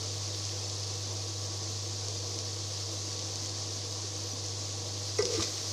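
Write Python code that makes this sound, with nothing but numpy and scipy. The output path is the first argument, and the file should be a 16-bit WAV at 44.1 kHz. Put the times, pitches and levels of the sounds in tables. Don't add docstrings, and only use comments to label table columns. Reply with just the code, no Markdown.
import sys
import numpy as np
from scipy import signal
from scipy.fft import rfft, irfft, next_fast_len
from scipy.io import wavfile

SR = 44100
rng = np.random.default_rng(int(sys.argv[2]) if len(sys.argv) > 2 else 0)


def log_audio(samples):
    frames = np.atleast_2d(samples).T
    limited = np.clip(frames, -1, 1)
    pcm = np.round(limited * 32767).astype(np.int16)
    wavfile.write(sys.argv[1], SR, pcm)


N = 252290

SLIDE_START_S = 5.25

# pitch in Hz, level in dB, 60 dB decay in seconds.
PAN_MODES = [(678, 1, 0.036), (900, -5.5, 0.035), (1060, -9, 0.068), (1207, -2, 0.052), (1347, -3, 0.04),
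             (1542, -11, 0.12), (1990, -5, 0.057), (2170, -6.5, 0.054)]


def undb(db):
    return 10 ** (np.asarray(db) / 20)


def rms_one(x):
    return x / np.sqrt(np.mean(x ** 2) + 1e-20)


def in_time(rows):
    s, *columns = np.transpose(rows)
    return [np.interp(np.arange(N) / SR, s, c) for c in columns]


def drift(rate_hz):
    r = np.exp(-2 * np.pi * rate_hz * 40 / SR)
    noise = rng.standard_normal(N // 40 + 2002)
    slow = signal.lfilter([1], [1, -2 * r, r * r], noise)[2000:]
    return np.interp(np.arange(N) / 40, np.arange(len(slow)), rms_one(slow))


def colour(x, spectrum):
    size = next_fast_len(N)
    hz, db = np.transpose(spectrum)
    log_hz = np.log(np.fft.rfftfreq(size, 1 / SR) + 1)
    gain = undb(np.interp(log_hz, np.log(hz), db))
    return rms_one(irfft(rfft(x, size) * gain, size)[:N])


def resonance(x, hz, width_hz):
    r = np.exp(-np.pi * width_hz / SR)
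    feedback = [1, -2 * r * np.cos(2 * np.pi * hz / SR), r * r]
    return signal.lfilter(np.array([1, 0, -1]) * (1 - r * r) / 2, feedback, x)


def ring(clicks, hz, t60):
    r = undb(-60 / (t60 * SR))
    w = 2 * np.pi * hz / SR
    return signal.lfilter([0, np.sin(w)], [1, -2 * r * np.cos(w), r * r], clicks + 1e-18)


def grains(per_s, spread_db):
    sizes = undb(spread_db * np.minimum(rng.exponential(1, N), 5)) * rng.choice([-1, 1], N)
    return sizes * (rng.random(N) < per_s / SR)


def knock(db, hz, swell_ms):
    t = np.arange(round(0.15 * SR)) / SR
    u = t * 1000 / swell_ms
    return undb(db) * u * np.exp(1 - u) * np.sin(2 * np.pi * hz * t)


def tone(hz, wobble_hz):
    cycles = np.cumsum(hz + wobble_hz * drift(2.82)) / SR
    return np.sqrt(2) * np.sin(2 * np.pi * (cycles + rng.random()))


def soften(x, low_hz, high_hz):
    return signal.sosfilt(signal.butter(3, [low_hz, high_hz], "band", fs=SR, output="sos"), x)


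def place(sound, s):
    return np.pad(sound, (round(s * SR), N))[:N]


def coil_hum():
    # time in seconds, hum level in dB.
    coil = [(0.0, -39.5), (2.2, -40), (2.35, -42), (2.6, -40.5), (3.5, -42), (4.3, -42), (4.9, -41),
            (5.21, -40), (5.28, -48.5), (5.36, -38.5), (5.45, -45.5), (5.64, -45.5), (5.72, -39)]
    hum_db, = in_time(coil)
    return undb(hum_db + 0.2 * drift(2.1)) * tone(100, wobble_hz=0.11)


def fan():
    # frequency in Hz, level in dB per Hz.
    air_spectrum = [(12, -65), (20, -31), (43, -18), (63, -18.5), (97, -8), (123, -10), (149, -15.5),
                    (193, -14.5), (325, -15), (403, -16), (479, -9.5), (546, -13), (1140, -18.5),
                    (1470, -48), (3500, -19), (4550, -59), (7700, -120)]
    # pitch in Hz, width in Hz, level in dB.
    cavities = [(330, 20, 13.5), (369, 11, 8), (400, 11, 1.5), (451.6, 27, 2.5), (500, 53, 2),
                (611, 57, -0.5), (767, 38, -0.5), (840, 8.6, -19), (944, 24, -4.5), (1025, 21, 2),
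                (1430, 43, -5)]
    # pitch in Hz, width in Hz, share removed from 0 to 1.
    swallowing = (539, 23, 1)
    steady_hz = [128, 147, 1129]
    # level in dB, pitch wobble in Hz.
    steady_tones = [(-66, 2.4), (-61.5, 0.76), (-62.5, 1.63)]
    blade_levels = [-68, -60, -68.5, -69]
    blade_hz = 247.1

    air = colour(rng.standard_normal(N), air_spectrum)
    air = air + sum(undb(db) * resonance(air, hz, width) for hz, width, db in cavities)
    dip_hz, dip_width, share = swallowing
    air = air - np.clip(share, 0, 1) * resonance(air, dip_hz, dip_width)

    lines = [(hz, db, wobble) for hz, (db, wobble) in zip(steady_hz, steady_tones)]
    lines += [(blade_hz * (k + 1), db, 1.2) for k, db in enumerate(blade_levels)]
    tones = sum(undb(db + 1.2 * drift(1.9)) * tone(hz, wobble) for hz, db, wobble in lines)
    return undb(-47 + 0.77 * drift(8.5)) * rms_one(air) + tones


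def sizzle():
    # time in seconds, sizzle level in dB.
    frying = [(0.0, -38.5), (0.6, -38.5), (1.4, -39.5), (2.5, -39.5), (3.1, -38.5), (4.1, -39.5),
              (4.9, -39), (5.2, -38.5), (5.72, -37.5)]
    # frequency in Hz, level in dB per Hz.
    sizzle_spectrum = [(760, -31), (1300, -12), (1470, -18), (1910, -15.5), (2320, -16), (3070, -12),
                       (3410, -9), (4370, -1.5), (6090, 0.5), (6620, -3), (8060, -14.5), (11800, -29.5),
                       (13700, -33.5), (15500, -43)]
    sizzle_db, = in_time(frying)

    bared = np.clip((np.arange(N) / SR - 5.35) / 0.15, 0, 1)
    sparkle_db = 5 * bared + 2.3 * drift(12.0)

    flurry = drift(12.0)
    common = rms_one(grains(7000, spread_db=4.4))
    edges_hz = np.geomspace(700, 17000, 10)
    fizz = 0
    for low_hz, high_hz in zip(edges_hz, edges_hz[1:]):
        source = common + rms_one(grains(6000, spread_db=2.0))
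        band_filter = signal.butter(2, [low_hz, high_hz], "band", fs=SR, output="sos")
        swing_db = 0.42 * flurry + 0.16 * drift(8.3) * np.log(low_hz / 600)
        swing_db = swing_db + sparkle_db * (low_hz > 10000)
        fizz = fizz + undb(swing_db) * signal.sosfilt(band_filter, source)

    pops = grains(900, spread_db=2.5)
    dealt = rng.integers(0, 24, N)
    rings = 0
    for k, hz in enumerate(np.geomspace(1500, 14000, 24)):
        rings = rings + ring(pops * (dealt == k), hz, t60=176 / hz) * np.sqrt(hz)
    return undb(sizzle_db) * colour(rms_one(fizz) + undb(-12) * rms_one(rings), sizzle_spectrum)


def spits():
    # start in seconds, peak level in dB, pitch in Hz.
    drops = [(0.2003, -28, 6410), (0.3476, -21, 4800), (0.494, -26, 3600), (0.4526, -18, 6030),
             (0.641, -23, 5490), (0.699, -20, 5460), (0.8377, -23, 4780), (0.94, -24, 5600),
             (1.4643, -24, 6330), (1.632, -24, 5400), (2.0844, -16.5, 5600), (2.2444, -24, 5430),
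             (2.2934, -24, 5400), (2.343, -22, 5230), (2.3891, -16, 5550), (3.1297, -28, 5720),
             (3.1926, -21, 4900), (3.358, -17, 5600), (3.46, -19, 6300), (3.4955, -21, 5330),
             (3.925, -21, 5770), (4.462, -21, 6200), (4.485, -22, 5600), (5.2542, -11.5, 5300),
             (5.3542, -23, 5850), (5.4257, -20, 4170), (5.4383, -26, 6420), (5.5702, -30, 4600),
             (5.5799, -22, 5140), (5.6829, -23, 5060)]
    puff_ms = 1.6
    out = 0
    for s, db, hz in drops:
        crack = knock(db - 0.6, hz, swell_ms=0.12)
        t_ms = np.arange(len(crack)) / SR * 1000
        puff = undb(db - 13) * rng.standard_normal(len(crack)) * np.exp(-t_ms / puff_ms)
        edge_db = db - 30 + 1.5 * (s > SLIDE_START_S)
        edge = knock(edge_db, 11500, swell_ms=0.035)
        out = out + place(soften(crack, 1900, 8600) + soften(puff, 4200, 5500) + edge, s)
    return out


def pushes():
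    # start in seconds, peak level in dB, pitch in Hz, swell in ms.
    thuds = [(2.085, -42, 432, 9.2), (3.075, -40, 320, 4.9), (5.22, -46.5, 200, 20.0),
             (4.043, -37.5, 373, 3.1), (4.334, -36, 277, 2.6), (5.190, -18.5, 438, 5.2),
             (5.204, -24.5, 405, 5.1), (5.2235, -25, 5023, 1.6), (5.21, -52, 45, 30.0),
             (5.392, -33.5, 88, 9.1), (5.39, -43, 206, 14)]
    return sum(place(knock(db, hz, swell_ms), s) for s, db, hz, swell_ms in thuds)


def blows():
    # start in seconds, body level in dB, clink level in dB, chatter in ms.
    strikes = [
        (5.186, -32.5, -24.5, 4.1),
        (5.204, -35, -35, 4.5),
        (5.2237, -35, -25.5, 1.2),
        (5.379, -51, -42, 2),
        (5.396, -36.5, -38, 4.8),
    ]
    # pitch in Hz, level in dB, 60 dB decay in seconds.
    rim_modes = [(2540, -9, .012), (4400, -1, 0.0069), (5023, -8, 0.04), (5650, 2, 0.014),
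                 (6300, -11, 0.014), (7260, -9, 0.018), (8960, -16.5, 0.012)]
    out = 0
    for s, body_db, clink_db, chatter_ms in strikes:
        t_ms = np.arange(round(0.3 * SR)) / SR * 1000
        chatter = rng.standard_normal(len(t_ms)) * np.exp(-t_ms / chatter_ms)
        chatter = chatter / np.sqrt(np.sum(chatter ** 2))
        body = sum(undb(body_db + db + rng.normal(0, 0.8)) * ring(chatter, hz, t60)
                   for hz, db, t60 in PAN_MODES)
        clink = sum(undb(clink_db + db + rng.normal(0, 2.3)) * ring(chatter, hz, t60)
                    for hz, db, t60 in rim_modes)
        out = out + place(body + clink, s)
    return soften(out, 740, 9800)


def blade_slips():
    # start in seconds, peak level in dB, pitch in Hz.
    releases = [
        (5.223, -30, 486),
        (5.243, -36, 384),
        (5.265, -35.5, 483),
        (5.293, -37, 433),
        (5.319, -33.5, 500),
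        (5.345, -32, 433),
        (5.376, -28.5, 330),
    ]
    return sum(place(knock(db, hz, swell_ms=9.8), s) for s, db, hz in releases)


def stroke():
    # time in seconds, rustle level in dB.
    turning = [(5.25, -38), (5.285, -45), (5.35, -35.5), (5.375, -38.5), (5.43, -31), (5.47, -39),
               (5.54, -49), (5.58, -40.5), (5.72, -52)]
    # frequency in Hz, level in dB per Hz.
    rustle_spectrum = [(760, -44), (1300, -19), (1490, -26), (2090, -13), (3170, -13.5), (4070, -7.5),
                       (5610, -2.5), (6480, -6.5), (10800, -31.5), (15500, -40)]
    slide_end_s, attack_s = 5.36, 0.0085
    t = np.arange(N) / SR
    rustle_db, = in_time(turning)

    rumble_db = -39 - 87 * np.maximum(t - slide_end_s, 0)
    rumble_hz = 451.5 - 59.5 * np.maximum(t - SLIDE_START_S, 0)
    phase = 2 * np.pi * np.cumsum(rumble_hz) / SR
    rumble = rms_one(drift(59.0) * np.cos(phase) + drift(45.0) * np.sin(phase))

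    stutter = grains(2500, spread_db=1.5)
    modes = sum(undb(db) * ring(stutter, hz, 0.78 * t60) for hz, db, t60 in PAN_MODES)
    grating = rms_one(modes + 53 * resonance(stutter, 1080, 90))

    rustle = colour(grains(7000 * undb(3 * drift(60.0)), spread_db=3.5), rustle_spectrum)
    food = undb(rustle_db) * (rustle + undb(-14) * grating)
    moving = np.clip((t - SLIDE_START_S) / attack_s, 0, 1)
    return moving * (undb(rumble_db) * rumble + food)


def scene():
    steady = coil_hum() + fan() + sizzle()
    mono = steady + spits() + pushes() + blows() + blade_slips() + stroke()
    return np.stack([mono, mono])


def roll_off(x):
    return signal.sosfilt(signal.butter(12, 15600, fs=SR, output="sos"), x)


def record(dry):
    top_hz = 15600
    edge = signal.cheby2(10, 40, 1.03 * top_hz, fs=SR, output="sos")
    mix = signal.sosfilt(edge, dry)
    return roll_off(mix)


dry = scene()
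out = record(dry)
log_audio(out)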